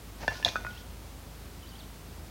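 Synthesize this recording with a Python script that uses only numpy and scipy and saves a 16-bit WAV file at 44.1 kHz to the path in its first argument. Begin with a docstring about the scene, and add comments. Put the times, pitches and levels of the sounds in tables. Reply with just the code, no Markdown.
"""A barbell is pulled from the knees to the shoulders in a paved yard at the edge of a wood.
Over an even hiss and a low wavering hum, clothes and hands shuffle as the pull begins.
The bar turns and its loose iron plates scrape along the steel sleeve, seat with dull knocks,
clank against each other and clink on the steel. As they ring out, a far songbird whistles
a swooping phrase, and a longer one about a second later."""
import sys
import numpy as np
from scipy import signal
from scipy.fft import rfft, irfft, next_fast_len
from scipy.io import wavfile
from scipy.ndimage import uniform_filter1d

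SR = 44100
rng = np.random.default_rng(int(sys.argv[2]) if len(sys.argv) > 2 else 0)


def waveform_to_disk(signal):
    """Save audio, clipped to [-1, 1], as 16-bit WAV at the path in sys.argv[1]."""
    frames = np.transpose(np.atleast_2d(signal))
    scaled = np.clip(frames, -1, 1) * 32767
    samples = np.round(scaled).astype(np.int16)
    wavfile.write(sys.argv[1], SR, samples)


N = 101429
T = np.arange(N) / SR


def from_db(db):
    """Decibels to gain."""
    return 10 ** (np.asarray(db) / 20)


def rms_one(x):
    """Scale to rms 1."""
    return x / np.sqrt(np.mean(x ** 2) + 1e-20)


def fader(curve):
    """Ride the gain through (time [s], level [dB]) points; silent before and after."""
    times, db = np.transpose(curve)
    return from_db(np.interp(T, times, db)) * (T >= times[0]) * (T <= times[-1])


def equalised(noise, eq):
    """Shape a noise with a (frequency [Hz], gain [dB]) curve; rms 1."""
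    hz, db = np.transpose(eq)
    size = next_fast_len(N)
    bin_hz = np.maximum(np.arange(size // 2 + 1) * SR / size, 1)
    gain = from_db(np.interp(np.log(bin_hz), np.log(hz), db))
    return rms_one(irfft(rfft(noise, size) * gain, size)[:N])


def drift(rate_hz):
    """Smooth random modulation; rms 1."""
    pole = np.exp(-2 * np.pi * rate_hz / SR)
    smoothed = signal.lfilter([1], [1, -2 * pole, pole * pole], rng.standard_normal(N + SR))
    return rms_one(smoothed[SR:])


def decay(t60):
    """An envelope that falls 60 dB in t60 seconds."""
    return np.exp(-np.log(1000) * T / t60)


def delayed(x, seconds):
    """Shift a sound later."""
    return np.concatenate([np.zeros(max(int(seconds * SR), 0)), x])[:N]


def grains(per_s=5000, spread_db=3.0):
    """Friction texture: dense clicks of uneven size."""
    sizes = from_db(spread_db * np.minimum(rng.exponential(1, N), 4))
    signs = rng.choice([-1, 1], N)
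    return sizes * signs * (rng.random(N) < per_s / SR)


def contact(centre_hz, width_hz):
    """The attack of a hit: a few heavily damped cycles while two parts touch; peak 1."""
    edges_hz = [centre_hz - width_hz / 2, centre_hz + width_hz / 2]
    impulse = (T == 0) + 1e-18
    pulse = signal.sosfilt(signal.butter(4, edges_hz, "band", fs=SR, output="sos"), impulse)
    return pulse / np.abs(pulse).max()


def ring(modes):
    """The tail of a hit: one decaying sine per mode, polarity alternating."""
    return sum((-1) ** k * from_db(db) * decay(t60) * np.sin(2 * np.pi * hz * T)
               for k, (hz, db, t60) in enumerate(modes))


# Bass-heavy tone of the open air: (frequency [Hz], gain [dB])
AIR_EQ = [(40, -5), (60, -4.5), (90, -4.5), (125, -8), (200, -9), (290, -13), (380, -15), (500, -17.5),
          (900, -20), (1700, -25), (3000, -27), (4500, -28), (7000, -31), (11000, -32.5), (15800, -32.5)]


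def air(level_db=-47):
    """An even bed of outdoor hiss and rumble."""
    return from_db(level_db) * equalised(rng.standard_normal(N), AIR_EQ)


# Tones of the low hum: (frequency [Hz], level [dB])
HUM_TONES = [(53, -48), (79, -54), (106, -60)]


def hum(waver_hz=1.01, waver_db=1.9):
    """Low sines, each wavering on its own in pitch and level."""
    out = np.zeros(N)
    for hz, db in HUM_TONES:
        phase = 2 * np.pi * np.cumsum(hz + waver_hz * drift(rate_hz=3.9)) / SR
        swell = from_db(waver_db * drift(rate_hz=4.4))
        out += from_db(db) * rms_one(swell * np.sin(phase))
    return out


# Envelope of clothes and hands during the pull: (time [s], level [dB])
SHUFFLE_ENVELOPE = [(.0, -66), (.185, -61), (.235, -38), (.27, -58), (.32, -42), (.37, -57), (.43, -61),
                    (.465, -38.5), (.51, -52), (.6, -50), (.8, -65)]
# Their dull tone: (frequency [Hz], gain [dB])
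SHUFFLE_EQ = [(60, -2), (120, -1.5), (350, -8), (650, -2.5), (1200, -11), (2500, -11), (5000, -45.5)]


def clothes_shuffle():
    """Clothes and hands rub in short, grainy swells."""
    return fader(SHUFFLE_ENVELOPE) * equalised(grains(), SHUFFLE_EQ)


# Envelope of the sleeve scraping round: (time [s], level [dB])
SCRAPE_ENVELOPE = [(.17, -70), (.22, -50), (.27, -55), (.31, -49.5), (.36, -46), (.41, -55), (.445, -62),
                   (.455, -38.5), (.488, -41), (.51, -46), (.57, -57), (.62, -60.5), (.82, -57.5)]
# Bright tone of iron on steel: (frequency [Hz], gain [dB])
SCRAPE_EQ = [(800, -2.5), (2000, -6), (3200, -1.5), (4800, 1.5), (5900, -1), (6800, -7.5), (7600, -16),
             (15000, -25)]


def sleeve_scrape():
    """The steel sleeve turns in the plates with a gritty scrape."""
    return fader(SCRAPE_ENVELOPE) * equalised(grains(), SCRAPE_EQ)


# Cues for the plates seating on the sleeve: (time [s], level [dB])
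KNOCK_CUES = [(.246, -33), (.2790, -17.5), (.3182, -31.5), (.3225, -38), (.399, -34), (.4632, -24),
              (.4905, -34), (.5560, -26.5), (.6485, -33.5)]
# Low body of the shaken bar: (frequency [Hz], level [dB], t60 [s])
KNOCK_BODY = [(100, -16.5, .13), (162, -15.5, .04), (260, -12.5, 0.03), (405, -23, 0.078)]


def seating_knocks():
    """The plates drop across the play in their holes with a dull knock that shakes the whole bar."""
    knock = contact(centre_hz=700, width_hz=530) + ring(KNOCK_BODY)
    return sum(delayed(from_db(db) * knock, start) for start, db in KNOCK_CUES)


# Cues for the metal hits: (time [s], part that rings, ring level [dB], contact level [dB],
# contact centre [Hz], contact width [Hz], crack level [dB])
CLANK_CUES = [ (.2792, "first plate", -22.5, -19, 1626, 340, -31),
              (.3530, "third plate", -45, -54, 1450, 298, -56),
              (0.427, "first plate", -33.5, -32.5, 2800, 700, -48),
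              (0.4477, "bar", -33.5, -7.5, 3650, 610, -22.5),
              (0.4574, "fourth plate", -29, -36, 710, 595, -39), (.4646, "bar", -57, -36, 3600, 900, -32),
              (0.48, "first plate", -38.5, -26, 1730, 594, -42), (.4867, "bar", -47, -20.5, 3580, 800, -30),
              (0.494, "fourth plate", -50, -37, 2420, 297, -47),
              (0.5564, "second plate", -27, -23.5, 1376, 613, -50),
              (0.5641, "second plate", -55, -26, 1510, 590, -45),
              (0.6483, "third plate", -37, -28, 1530, 1300, -61),
              (0.6662, "third plate", -37, -27.5, 1480, 1130, -46), ]
# Modes of each iron plate and of the steel bar, by part: (frequency [Hz])
METAL_PITCHES = { "first plate": [1743, 2747, 1035, 2430, 3348, 3560, 5577], "second plate": [1480, 1275,
                 2490, 3575, 4522, 6245], "third plate": [1453, 1034, 2500], "fourth plate": [693, 1037,
                 1743, 2432, 2747], "bar": [3646, 3855, 4058, 4465, 4732, 5087, 5577, 6492, 6645], }
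# How those modes ring, in the same order: (level [dB], t60 [s])
METAL_TAILS = { "first plate": [(0, 0.12), (-15, 0.16), (-20, 0.21), (-17, 0.073), (-15, 0.052),
               (-15.5, 0.086), (-19, 0.096)], "second plate": [(-1, 0.17), (-1.5, .07), (-8.5, 0.067),
               (-20, 0.28), (-20, 0.13), (-26, 0.2)], "third plate": [(1, 0.27), (-14.5, 0.57),
               (-8, 0.068)], "fourth plate": [(4, 0.058), (-22, 0.4), (-7.5, 0.15), (-10.5, 0.3),
               (-12, 0.26)], "bar": [(3, 0.1), (-3, 0.15), (-1, .17), (-27, 0.076), (-12, 0.23),
               (-12, 0.18), (-25, 0.17), (-14, 0.34), (-4, 0.074)], }
# Tone of the crack on top of each hit: (frequency [Hz], gain [dB])
CRACK_EQ = [(300, -27), (1000, -8), (2800, -3), (4500, 2), (6700, -5), (7400, -20.5), (12500, -19.5),
            (16000, -32)]


def plate_clanks():
    """Each hit layers a short contact, a bright crack and the ring of the struck plate or bar."""
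    out = np.zeros(N)
    for start, part, ring_db, contact_db, centre_hz, width_hz, crack_db in CLANK_CUES:
        modes = [(hz, db, t60) for hz, (db, t60) in zip(METAL_PITCHES[part], METAL_TAILS[part])]
        attack = from_db(contact_db) * contact(centre_hz, width_hz)
        crack = from_db(crack_db) * equalised(rng.standard_normal(N), CRACK_EQ) * decay(t60=0.018)
        tail = from_db(ring_db) * ring(modes)
        out += delayed(attack + crack + tail, start)
    return out


# The bird's two phrases, each a list of (time [s], pitch [Hz], level [dB])
BIRD_PHRASES = [
    [(.695, 3910, -60), (.71, 3166, -47.5), (.725, 2700, -67), (.76, 2650, -59), (.772, 2880, -54),
     (.779, 3230, -42.5), (.786, 3720, -61)],
    [(1.61, 4027, -76), (1.628, 3080, -54), (1.648, 2950, -60), (1.665, 3250, -53), (1.68, 4600, -65),
     (1.692, 4750, -49), (1.705, 4300, -63), (1.717, 3110, -52), (1.735, 2900, -63), (1.757, 3200, -52.5),
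     (1.775, 4650, -73), (1.792, 4600, -51.5), (1.81, 3550, -54), (1.822, 2950, -60), (1.84, 2900, -76)],
]


def songbird(flutter_db=3, echo_s=0.024, echo_db=-17):
    """A slightly fluttering whistle swoops down and up, with one slapback off the trees."""
    song = np.zeros(N)
    for phrase in BIRD_PHRASES:
        times, hz, db = np.transpose(phrase)
        gate = (T > times[0]) * (T < times[-1])
        # Short moving averages round off the corners of pitch and level.
        pitch = uniform_filter1d(np.interp(T, times, hz), size=300)
        gain = uniform_filter1d(from_db(np.interp(T, times, db)) * gate, size=200)
        song += gain * np.sin(2 * np.pi * np.cumsum(pitch) / SR)
    song *= from_db(flutter_db * drift(rate_hz=130))
    return song + from_db(echo_db) * delayed(song, echo_s)


# Bounces off the ground and nearby surfaces: (delay [s], level [dB])
YARD_TAPS = [(.0032, -15), (0.0085, -23), (.039, -42)]


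def yard_echoes(sound):
    """Early reflections: each surface returns one quieter, later copy."""
    return sum(from_db(db) * delayed(sound, delay) for delay, db in YARD_TAPS)


def wood_reverb(send, t60=0.49, onset_s=0.0067, high_cut_hz=3500):
    """Trunks and leaves scatter the sound back as a soft, dark tail."""
    tail = rng.standard_normal(N) * decay(t60) * (1 - np.exp(-T / onset_s))
    tail = rms_one(tail) / np.sqrt(N)
    dark_tail = signal.sosfilt(signal.butter(2, high_cut_hz, fs=SR, output="sos"), tail)
    return signal.fftconvolve(send, dark_tail)[:N]


def scene(barbell_send_db=-15.5, bird_send_db=-4):
    """Mono mix over the air and hum: the barbell fairly dry, the bird wetter among the trees."""
    barbell = clothes_shuffle() + sleeve_scrape() + seating_knocks() + plate_clanks()
    song = songbird()
    send = from_db(barbell_send_db) * barbell + from_db(bird_send_db) * song
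    return (air() + hum() + barbell + song + yard_echoes(barbell) + wood_reverb(send))[None]


def record(dry, low_cut_hz=47, high_cut_hz=15900):
    """The microphone drops the deep bass; the top is cut steeply."""
    thinned = signal.sosfilt(signal.butter(8, low_cut_hz, "high", fs=SR, output="sos"), dry)
    return signal.sosfilt(signal.ellip(10, .1, 80, high_cut_hz, fs=SR, output="sos"), thinned)


dry = scene()
out = record(dry)
waveform_to_disk(out)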